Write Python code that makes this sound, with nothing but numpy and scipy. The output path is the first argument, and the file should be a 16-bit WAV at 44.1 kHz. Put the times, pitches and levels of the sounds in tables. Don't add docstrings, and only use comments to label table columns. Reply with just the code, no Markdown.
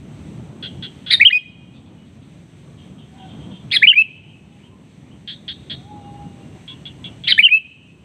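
import sys
import numpy as np
from scipy import signal
from scipy.fft import rfft, irfft, next_fast_len
from scipy.io import wavfile
from scipy.ndimage import uniform_filter1d

SR = 44100
rng = np.random.default_rng(int(sys.argv[2]) if len(sys.argv) > 2 else 0)


def master_out(mix):
    frames = np.transpose(np.atleast_2d(mix))
    ceiling = np.clip(frames, -1, 1)
    pcm = np.round(ceiling * 32767).astype(np.int16)
    wavfile.write(sys.argv[1], SR, pcm)


def gain_from_decibels(decibels):
    exponent = np.asarray(decibels, float) / 20
    return 10 ** exponent


N = 354652

# freq_hz, density_db
RUMBLE = [(12, -52), (20, -31), (38, -31), (70, -6), (151, 1), (290, -8), (347, -12), (472, -19),
          (677, -22), (1500, -33), (1950, -62.5), (3300, -120)]
# freq_hz, density_db
AIR = [(900, -30), (1250, -12.5), (1700, -3), (2300, -1.5), (3000, -3.5), (3600, -5), (4300, -10),
       (5000, -17.5), (5500, -15), (6200, -8.5), (6900, -16.5), (7900, -8), (8700, -12), (9500, -28.5)]
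# freq_hz, density_db
HISS = [(7000, -18.5), (9500, 1.5), (12000, -4), (15500, -5.5), (16500, -30.5)]
RUMBLE_DB, AIR_DB, HISS_DB = -37.5, -54, -81
# time_s, level_db
SWELL = [(0, 0), (.8, 3), (1.3, -1), (1.8, 5), (2.5, 0.5), (3.4, 1.5), (4.2, 1.5), (4.9, 1), (5.9, 2),
         (6.6, 0), (7.2, 1.5), (7.5, -1.5), (8.04, 4)]

# start_s, drop_db
DUCKS = [
    (1.25, 12.5),
    (3.871, 11),
    (7.428, 13),
]
DUCK_ATTACK_S, DUCK_RELEASE_S, START_DROP_DB = 0.011, 1.15, 1.32
CEILING = 1.02

# level_db, decay_60db_s
NEAR_TRUNKS = (-18, .17)
# level_db, decay_60db_s
SLOPE = (-36, 1.15)
# delay_s, spread_s, level_over_slope_db
STAND = (.125, 0.014, 9)
# near_trunks_db, slope_db
FAR_ECHO_DB = (-2, -11)
LEAF_CUT_HZ = 2100

# time_s, pitch_hz, level_db
CROW = [
    [(5.7, 615, -50), (5.82, 748, -58.5), (5.89, 842, -44.5), (5.99, 827, -43), (6.03, 798, -50.5),
     (6.06, 814, -42), (6.26, 819, -44), (6.3, 803, -59), (6.44, 790, -54.5)],
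]
# start_s, length_s, first_hz, last_hz, level_db
FAR_CHIRPS = [(3.515, .11, 3530, 3480, -57), (4.28, .07, 3250, 2850, -59), (4.37, .04, 2750, 3050, -62),
              (1.96, .1, 2960, 2940, -66), (5.98, .1, 2860, 2850, -66), (6.12, .08, 2850, 2830, -67),
              (6.22, .35, 2865, 2760, -64)]
FAR_HOOTS = [(2.64, .15, 1127, 1125, -72), (3.15, .08, 990, 960, -63), (3.47, .1, 1000, 960, -66),
             (4.16, .2, 880, 860, -69), (4.47, .15, 800, 830, -70), (4.6, .08, 960, 940, -66),
             (4.71, .08, 1045, 1000, -66), (6.0, .25, 1085, 1075, -66), (6.52, .06, 770, 740, -60),
             (6.65, .14, 1070, 1000, -64)]
COOS = [
    (3.11, .08, 745, 775, -55),
    (3.16, .13, 785, 730, -53),
    (3.26, .08, 735, 695, -58),
]
# place (-1 to 1), share_of_glide, level_db
CALL = [(-1.1, 0.012, -4.5), (-0.42, 0.3, -1.5), (.3, 0.76, -0.5), (0.98, 1, -9)]
# delay_s, level_db
FAR_SINGERS = [(.76, -47), (1.235, -50), (.41, -53)]

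# start_s, peak_db, length_s, pulse_rate_hz
FAR_SONG_BITS = [(1.73, -55, 0.073, 237), (1.85, -57.5, .044, 234.5), (2.05, -60, 0.044, 228),
                 (2.21, -55.5, 0.04, 241), (4.89, -63.5, 0.039, 234)]
RATTLES_FAR = [(2.77, -51.5, .086, 269), (2.975, -47, 0.053, 256), (3.172, -46, 0.068, 266),
               (3.275, -46.5, 0.058, 259), (3.39, -47.5, 0.06, 255), (3.5, -47, 0.078, 261)]
RATTLES_EARLY = [(.6255, -24, 0.054, 375), (.8245, -24, 0.046, 310), (1.063, -24, 0.067, 430)]
RATTLES_MIDDLE = [(5.2755, -21.5, 0.072, 255), (5.48, -18, 0.051, 245.3), (5.698, -18.5, 0.055, 256.4)]
RATTLES_LATE = [(6.6785, -28.5, 0.064, 292.2), (6.8545, -26.5, 0.043, 290), (7.042, -26, 0.047, 297.4),
                (7.2375, -24.5, 0.041, 291)]
# core_hz, echo_hz
CORE_FARTHEST = (2600, 3700)
CORE_FAR = (3250, 3300)
CORE_EARLY = (3370, 3200)
CORE_MIDDLE = (3310, 3590)
CORE_LATE = (3380, 3000)
# freq_hz, width_hz, level_db
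THROAT_FARTHEST = [(3440, 920, 29.7), (4150, 300, 6.3)]
THROAT_FAR = [(1700, 400, 8), (2980, 400, 27), (3530, 260, 20)]
THROAT_EARLY = [(1520, 220, 21), (1920, 250, 18), (2900, 790, 19), (3970, 420, 21)]
THROAT_MIDDLE = [(1800, 530, 13.8), (2160, 260, 3.7), (3900, 290, 17.3), (4260, 350, 18.8)]
THROAT_LATE = [(1530, 140, 13), (2340, 240, 18), (2800, 510, 17.9), (4090, 400, 6.2)]
# breathiness (0-1), held_tone (0-1), edge_s, loudest_at (share of length)
VOICE_FARTHEST = (0.82, .11, .012, .3)
VOICE_FAR = (0.95, .4, .016, 0.23)
VOICE_EARLY = (0.38, .55, .0008, 0.27)
VOICE_MIDDLE = (0.28, 0.1, .00041, 0.21)
VOICE_LATE = (.3, 0.6, .0004, 0.17)

# freq_hz, level_db
OVERTONES = [(2500, -33.5), (3600, -15), (4300, -36.5), (5100, -43.5), (6000, -55), (7600, -53.5),
             (8700, -54.5), (10000, -48), (11300, -56.5), (15500, -66.5)]
# time_s, width_s, level_db
SLIPS = [(1.2133, .001, -4), (1.2187, .003, 2.5), (1.2216, .001, -7), (1.225, .002, 2.5),
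         (1.2575, .003, 1.5), (1.2763, .001, -2), (1.2813, .001, -6.5), (1.2869, .001, -3),
         (1.2896, .0008, -4), (1.3358, .002, 1.5), (1.3385, .0015, -2), (3.83, 0.00087, -2.5),
         (3.834, 0.00081, -7), (3.8355, .001, 2.5), (3.8373, .0012, -3.5), (3.857, .002, -4.5),
         (3.867, .002, -8.5), (3.8782, .001, -4), (3.891, .001, -4), (3.8978, .002, -1.5), (3.901, .003, 2),
         (3.921, 0.000798, -4), (7.385, .004, -3), (7.3923, .0012, 2.5), (7.396, .0007, -3),
         (7.446, 0.0013, -3), (7.455, .003, 2), (7.4634, .002, -3.5), (7.467, .001, 0), (3.7464, .001, 3),
         (7.298, .001, 2), (7.308, .001, 2), (1.133, .001, 3), (1.142, .0015, -5), (1.1495, .001, -4.5),
         (1.154, .001, -3.5), (3.7642, .0007, -5.5), (3.768, .0008, -6.5), (3.7717, .0015, 2.5),
         (7.314, .0015, 4.5), (7.3175, .0015, -2.5), (7.3267, .0008, -3.5)]

# time_s, pitch_between_crests_hz, second_harmonic_db, fundamental_db
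BUZZES = [
    [(1.102, 1760, -28, -43), (1.1084, 1850, -10, -28.5), (1.112, 1939, -13, -22),
     (1.123, 1959, -13, -18.5), (1.1376, 1911, -5.5, -20.5), (1.1415, 1916, -8, -20),
     (1.1455, 1844, -6, -28.5), (1.1558, 1833, -15.5, -31), (1.159, 1797, -29.5, -41)],
    [(3.714, 1700, -33.5, -49), (3.7217, 1900, -23.5, -28.5), (3.7332, 2092, -21, -18),
     (3.7457, 2063, -16.5, -17.5), (3.7518, 1933, -11.5, -21.5), (3.759, 2002, -15, -21.5),
     (3.7668, 1694, -5, -27.5), (3.7729, 1651, -11.5, -39.5), (3.778, 1700, -25, -40)],
    [(7.272, 1600, -31, -49.5), (7.277, 1780, -17, -37.5), (7.2805, 1873, -13.5, -26),
     (7.2947, 2012, -22.5, -14.5), (7.2986, 2014, -14, -17.5), (7.3088, 1923, -11.5, -20),
     (7.3185, 1862, -13, -24), (7.3255, 1520, -4, -33.5), (7.333, 1537, -22.5, -39)],
]
# first_crest_s, fades_out_s, start_rate_hz, end_rate_hz, swing_hz
FLUTTERS = [(1.1107, 1.1444, 219, 140, 450), (3.7217, 3.7585, 249, 75, 540), (7.2825, 7.321, 240, 96, 420)]
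# start_s, length_s, first_hz, last_hz, level_db
UNDERTONES = [(1.104, .016, 3650, 3200, -18), (3.713, .022, 3250, 3750, -18.5),
              (7.272, .024, 2850, 3500, -18), (3.705, 0.0037, 2600, 2900, -36),
              (7.2655, 0.0049, 2500, 2900, -29.5)]
BUZZ_SHEEN_DB = (0, 0, -6)
BEAK_HZ, BEAK_WIDTH_HZ = 9286, 1200

# time_s, pitch_hz, level_db
HOOKS = [
    [(1.197, 1857, -37), (1.2011, 1844, -14.5), (1.2083, 2042, -13.5), (1.2095, 2037, -8.5),
     (1.2165, 2546, -2.5), (1.2224, 2282, -11.5), (1.2281, 2237, -7), (1.2331, 2327, -5.5),
     (1.2355, 2333, -30.5)],
    [(3.817, 1717.0, -44.5), (3.819, 1715, -30), (3.8254, 1727, -12.5), (3.8326, 2152, -1),
     (3.8385, 2530, -10), (3.8397, 2444, -3), (3.8481, 2260, -10), (3.8533, 2350, -3.5),
     (3.8595, 2313, -30)],
    [(7.377, 1792, -28), (7.3809, 1761, -13), (7.3881, 1847, -8.5), (7.3947, 2532, -2),
     (7.3994, 2474, -4.5), (7.4033, 2257, -10), (7.4065, 2319, -5.5), (7.4178, 2330, -30.5),
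     (7.419, 2320, -31.5)],
]
ARCHES = [
    [(1.248, 2430, -22), (1.2523, 2970, -6), (1.2566, 2980, -4.5), (1.2657, 3250, -5), (1.2732, 3220, -2.5),
     (1.2795, 2800, -9), (1.2872, 2860, -9), (1.2929, 2960, -14.5), (1.2945, 2907, -33)],
    [(3.867, 2264, -19.5), (3.8752, 2930, -3), (3.8867, 2997, -3.5), (3.8913, 3310, -7.5),
     (3.8933, 3160, -5), (3.904, 2940, -5), (3.9087, 2825, -12), (3.9187, 2770, -7), (3.924, 2756, -23.5)],
    [(7.4235, 2582, -27.5), (7.4264, 3030, -20.5), (7.436, 2910, -8.5), (7.443, 3060, -4),
     (7.4455, 3216, -8), (7.4562, 2980, -5.5), (7.4623, 2806, -5.5), (7.4702, 2747, -6),
     (7.476, 2800, -23.5)],
]
# time_s, pitch_hz, level_db
HELDS = [
    [(1.322, 2484.0, -29.5), (1.3327, 2450, -8), (1.3404, 2421, -24), (1.3415, 2467.0, -15),
     (1.3551, 2487, -11), (1.3653, 2473, -15), (1.3766, 2512, -14), (1.3828, 2477.0, -25.5),
     (1.386, 2477.0, -34.5)],
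    [(3.9543, 2395, -22), (3.9672, 2366, -14), (3.982, 2543, -6), (3.9933, 2630, -7), (4.0049, 2634, -9),
     (4.0071, 2643, -13.5), (4.0192, 2566.0, -7.5), (4.0225, 2671, -10.5), (4.0265, 2560, -32)],
    [(7.502, 2515, -33.5), (7.5086, 2422, -20.5), (7.5269, 2516, -8), (7.5381, 2610, -8),
     (7.5551, 2600, -9.5), (7.5648, 2662, -17), (7.5757, 2593, -13.5), (7.5877, 2614, -30.3),
     (7.592, 2580, -46.5)],
]
# crest_s, rise_s, fall_s, pitch_hz, level_db
CATCHES = [(1.303, 0.0065, .007, 1660, -30.5), (3.93, 0.0069, 0.008, 1610, -30),
           (7.484, 0.0055, 0.0086, 1680, -33)]
GRACES = [(1.313, .008, 0.0066, 2053, -18), (3.939, 0.0088, 0.0077, 2250, -18),
          (7.491, .006, .006, 2310, -19)]
# place (-1 to 1), pitch_ratio, level_db
CATCH = [(-0.88, 1.75, 5), (-.5, 1.2, -1), (-0.18, 1.0, -2.5), (.5, 1.08, -3), (0.98, 1.3, -1)]
GRACE = [(-1, .86, -12), (-.5, .93, -4), (0, 1.0, -1), (.6, 1.03, -2), (1, 1.02, -15)]
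# start_s, length_s, first_hz, last_hz, level_db
LINKS = [(1.2365, .011, 2304, 1950, -23), (3.8605, .008, 2297, 2000, -21), (7.42, .006, 2304, 2000, -29)]
# low_overtones_db, high_overtones_db
OPENING = [(7, -2.5), (-1, 1), (-8.5, 1), (5.5, 1.5), (-2, 6), (1.5, 11), (5, 6), (0.5, 2), (1.5, 6),
           (5, 0), (-6, 0.5), (-4, 6)]
WHISTLE_RASP_DB, HALF_TONE_DB = 4.5, -44.5


def rms_one(x):
    return x / np.sqrt(np.mean(x ** 2) + 1e-20)


def drift(rate_hz, count):
    r = np.exp(-2 * np.pi * rate_hz / SR)
    settle = 8000
    slow = signal.lfilter([1], [1, -2 * r, r * r], rng.standard_normal(count + settle))
    return rms_one(slow[settle:])


def fade(t, edge_s):
    return np.clip(np.minimum(t - t[0], t[-1] - t) / edge_s, 0, 1)


def resonance(x, hz, width_hz):
    r = np.exp(-np.pi * width_hz / SR)
    poles = [1, -2 * r * np.cos(2 * np.pi * hz / SR), r * r]
    return signal.lfilter(np.array([1, 0, -1]) * (1 - r * r) / 2, poles, x)


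def spectrum_db(points, hz):
    freq_hz, level_db = np.transpose(points)
    return np.interp(np.log(hz), np.log(freq_hz), level_db)


def note(rows):
    s, *columns = np.transpose(rows)
    at = np.arange(max(int(s[0] * SR), 0), min(int(s[-1] * SR), N))
    t = at / SR
    return at, t, [np.interp(t, s, column) for column in columns]


def glides(events):
    return [[(s + length * (place + 1) / 2, first + (last - first) * share, db + rel)
             for place, share, rel in CALL]
            for s, length, first, last, db in events]


def stretched(shape, events):
    return [[(s + place * (rise if place < 0 else fall), hz * ratio, db + rel)
             for place, ratio, rel in shape]
            for s, rise, fall, hz, db in events]


def tones(notes, wobble_db, wobble_rate, edge_s, second_db=-90, jitter_hz=0):
    out = np.zeros(N)
    for rows in notes:
        at, t, (hz, level_db) = note(rows)
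        hz = uniform_filter1d(hz, size=60) + jitter_hz * drift(wobble_rate, len(at))
        phase = 2 * np.pi * np.cumsum(hz) / SR
        level_db = uniform_filter1d(level_db, size=40) + wobble_db * drift(wobble_rate, len(at))
        wave = np.sin(phase) + gain_from_decibels(second_db) * np.sin(2 * phase)
        out[at] += np.sqrt(2) * gain_from_decibels(level_db) * fade(t, edge_s) * wave
    return out


def background(spectrum, patchy_db, patch_rate):
    size = next_fast_len(N, real=True)
    hz = np.maximum(np.fft.rfftfreq(size, 1 / SR), 1)
    shaped_noise = rfft(rng.standard_normal(size)) * gain_from_decibels(spectrum_db(spectrum, hz))
    together = drift(4.0, N)
    place = 2 * np.log2(hz)
    lowest, highest = 2 * np.log2(spectrum[0][0]), 2 * np.log2(spectrum[-1][0])
    coarse = N // 32 + 2
    out = 0
    for centre in np.arange(int(lowest), highest + 1):
        band = irfft(shaped_noise * np.clip(1 - abs(place - centre), 0, 1), size)[:N]
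        own = np.interp(np.arange(N) / 32, np.arange(coarse), drift(32 * patch_rate, coarse))
        out = out + band * gain_from_decibels(patchy_db * (1.5 * together + own))
    return rms_one(out)


def ambience():
    swell = gain_from_decibels(np.interp(np.arange(N) / SR, *np.transpose(SWELL)))
    rumble = gain_from_decibels(RUMBLE_DB) * swell * background(RUMBLE, 1.2, 6.3)
    air = gain_from_decibels(AIR_DB) * background(AIR, 0.62, 6.1)
    return rumble + air + gain_from_decibels(HISS_DB) * background(HISS, 0.4, 8)


def gain():
    t = np.arange(N) / SR
    drop_db = np.full(N, START_DROP_DB)
    for s, db in DUCKS:
        since = np.maximum(t - s, 0)
        drop_db += db * (1 - np.exp(-since / DUCK_ATTACK_S)) * np.exp(-since / DUCK_RELEASE_S)
    return gain_from_decibels(-drop_db)


def trees(x, near_db, far_db, stand=0):
    t = np.arange(2 * SR) / SR
    near, far = rng.standard_normal((2, len(t)))
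    near = near * gain_from_decibels(-60 * t / NEAR_TRUNKS[1]) * np.clip((t - 0.003) / 0.011, 0, 1)
    far = signal.lfilter([0.5], [1, -0.5], far)
    far = far * gain_from_decibels(-60 * t / SLOPE[1] + 3 * drift(7, len(t))) * np.clip(t / 0.04, 0, 1)
    delay_s, spread_s, stand_db = STAND
    bunch = 1 + stand * gain_from_decibels(stand_db) * np.exp(-((t - delay_s) / spread_s) ** 2)
    far = far / np.linalg.norm(far) * bunch
    echo = gain_from_decibels(near_db) * near / np.linalg.norm(near) + gain_from_decibels(far_db) * far
    return signal.fftconvolve(x, echo)[:N]


def rattles(events, core, throat, voice):
    drive, voiced = np.zeros((2, N))
    core_hz, echo_hz = core
    breath, held, edge_s, crest = voice
    for s, peak_db, length, rate in events:
        at = np.arange(int(s * SR), int((s + length) * SR))
        count = len(at)
        pulse_chance, puff = rng.standard_normal((2, 4000))
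        turns = np.cumsum(rate * (1 + 0.12 * drift(60, 4000)[:count])) / SR
        cycle = turns % 1
        arc_db = -20.0 * (np.linspace(0, 1, count) - crest) ** 2
        strength = gain_from_decibels(peak_db + 1.1 * pulse_chance[turns.astype(int)] + arc_db)
        edge = fade(at / SR, edge_s)
        clicks = np.diff(np.floor(turns), prepend=-1)
        drive_edge = edge if edge_s > 0.004 else 1
        drive[at] += drive_edge * strength * (clicks + breath * 0.089 * puff[:count])
        gate = np.clip(cycle / 0.093, 0, 1) * np.clip((0.85 - cycle) / 0.9, 0, 1)
        hz = core_hz * (1 + 0.062 * (0.4 - cycle) + 0.027 * drift(280, 4000)[:count])
        swell = uniform_filter1d(strength * (held + (1 - held) * gate), size=12) * edge
        voiced[at] += swell * np.sin(2 * np.pi * np.cumsum(hz) / SR)
    rung = 0
    for hz, width, db in throat:
        once = resonance(drive + 1e-18, hz, width)
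        rung = rung + gain_from_decibels(db) * resonance(once, hz, 1.3 * width)
    body = signal.butter(4, [1250, 4800], "band", fs=SR, output="sos")
    direct = signal.sosfilt(body, voiced + rung)
    thrown = resonance(resonance(0.5 * voiced + 2.9 * rung, echo_hz, 400), echo_hz, 800)
    return direct, thrown


def far_birds(song_with_weak_buzz):
    second_phrase = song_with_weak_buzz * (abs(np.arange(N) / SR - 3.82) < 0.11)
    second_phrase = resonance(second_phrase, 3530, 1086)
    far = sum(gain_from_decibels(db) * np.roll(second_phrase, int(s * SR)) for s, db in FAR_SINGERS)
    distant = rattles(RATTLES_FAR, CORE_FAR, THROAT_FAR, VOICE_FAR)[0]
    far = far + distant + trees(distant, -2.0, -10.0)
    far = far + rattles(FAR_SONG_BITS, CORE_FARTHEST, THROAT_FARTHEST, VOICE_FARTHEST)[0]
    far = far + tones(glides(FAR_CHIRPS), 4.8, 30, 0.0057)
    far = far + tones(glides(FAR_HOOTS), 6.0, 60, 0.01)
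    return far + tones(glides(COOS), 4.5, 70, 0.015, second_db=-12, jitter_hz=14)


def far_cock():
    return tones(CROW, 2.4, 25, 0.0127)


def neighbour():
    early = rattles(RATTLES_EARLY, CORE_EARLY, THROAT_EARLY, VOICE_EARLY)
    middle = rattles(RATTLES_MIDDLE, CORE_MIDDLE, THROAT_MIDDLE, VOICE_MIDDLE)
    late = rattles(RATTLES_LATE, CORE_LATE, THROAT_LATE, VOICE_LATE)
    return np.sum([early, middle, late], axis=0)


def slips(t):
    return sum(db * np.exp(-((t - s) / width) ** 2) for s, width, db in SLIPS)


def overtones(hz, phase, orders, rasp_db, rasp_rate):
    freq_hz, level_db = np.transpose(OVERTONES)
    out = 0
    for k in orders:
        passed_db = np.interp(np.log(k * hz), np.log(freq_hz), level_db, right=-99)
        out = out + gain_from_decibels(passed_db + rasp_db * drift(rasp_rate, len(hz))) * np.sin(k * phase)
    return out


def buzzes():
    out = tones(glides(UNDERTONES), 3.5, 500, 0.002, jitter_hz=90)
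    throat = signal.butter(8, [1400, 4850], "band", fs=SR, output="sos")
    for rows, flutter, sheen_db in zip(BUZZES, FLUTTERS, BUZZ_SHEEN_DB):
        at, t, (hz, second_db, first_db) = note(rows)
        count = len(at)
        crest, end, rate_start, rate_end, swing_hz = flutter
        since = t - crest
        turns = rate_start * since + (rate_end - rate_start) * since ** 3 / (3 * (end - crest) ** 2)
        shake = np.clip((end - t) / 0.008, 0, 1) * np.clip((since + 0.004) / 0.006, 0, 1)
        up = (0.5 + 0.5 * np.cos(2 * np.pi * turns)) ** 1.4 * shake
        pitch = hz + swing_hz * up + (25 + 20 * shake) * drift(700, count)
        phase = 2 * np.pi * np.cumsum(uniform_filter1d(pitch, size=20)) / SR

        dip_db = 7 * up + (1.2 + 1.2 * shake) * drift(400, count)
        first = gain_from_decibels(first_db + 2.0 * drift(270, count)) * np.sin(phase)
        second = gain_from_decibels(second_db - 0.5 - dip_db + slips(t)) * np.sin(2 * phase)
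        middle_db = 0.5 * (second_db + first_db)
        breath = rng.standard_normal(count) * gain_from_decibels(middle_db - 10.5)
        body = signal.sosfilt(throat, first + second + breath)

        upper = overtones(pitch, phase, range(3, 9), 5.4, 800)
        upper = upper * gain_from_decibels(middle_db + 18.0 + sheen_db) * np.clip((t - t[0]) / 0.02, 0, 1)
        beak = 2.0 * resonance(upper, BEAK_HZ, BEAK_WIDTH_HZ) + 1.1 * resonance(upper, 14900, 900)
        out[at] += np.sqrt(2) * fade(t, 0.0012) * (body + 0.43 * upper + beak)
    return out


def whistles():
    out = np.zeros(N)
    notes = HELDS + HOOKS + ARCHES + stretched(GRACE, GRACES)
    for k, (rows, (low_db, high_db)) in enumerate(zip(notes, OPENING)):
        at, t, (hz, level_db) = note(rows)
        hz = uniform_filter1d(hz, size=60)
        phase = 2 * np.pi * np.cumsum(hz) / SR
        level_db = uniform_filter1d(level_db, size=70) + 0.5 * drift(150, len(at)) + slips(t)
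        low = gain_from_decibels(low_db) * overtones(hz, phase, range(2, 4), WHISTLE_RASP_DB, 150)
        high = gain_from_decibels(high_db) * overtones(hz, phase, range(4, 7), 1.4 * WHISTLE_RASP_DB, 400)
        upper = (low + high) * gain_from_decibels(-0.8 * np.maximum(level_db + 13.5, 0))
        wave = np.sin(phase) + upper
        if k < len(HELDS):
            wave = wave + gain_from_decibels(HALF_TONE_DB) * (np.sin(1.5 * phase) + 0.3 * np.sin(phase / 2))
        out[at] += np.sqrt(2) * gain_from_decibels(level_db) * fade(t, 0.0011) * wave
    return out


def scene():
    ducking = gain()
    buzz = buzzes()
    song = whistles() + buzz + tones(stretched(CATCH, CATCHES), 0.82, 200, 0.0019, second_db=-36.0)
    song = song + tones(glides(LINKS), 2.5, 200, 0.001)
    singer = song / ducking
    chatter, thrown = neighbour() / ducking
    far = far_birds(song - 0.7 * buzz) / ducking
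    crow = far_cock() / ducking

    leaves = signal.butter(3, LEAF_CUT_HZ, "high", fs=SR, output="sos")
    echoes = trees(signal.sosfilt(leaves, singer), NEAR_TRUNKS[0], SLOPE[0], stand=0.98)
    echoes = echoes + trees(thrown, -2.5, -16.0) + trees(far, *FAR_ECHO_DB)
    echoes = echoes + trees(buzz, -14.0, -33.5)
    return (singer + chatter + far + crow + echoes + ambience())[None]


def roll_off(x):
    return signal.sosfilt(signal.butter(12, 15650, fs=SR, output="sos"), x)


def record(dry):
    x = dry * gain()
    envelope = abs(signal.hilbert(x[0], next_fast_len(N))[:N])
    x = x * uniform_filter1d(np.minimum(1, CEILING / (envelope + 1e-9)), size=24)
    return roll_off(np.clip(x, -1, 1))


dry = scene()
out = record(dry)
master_out(out)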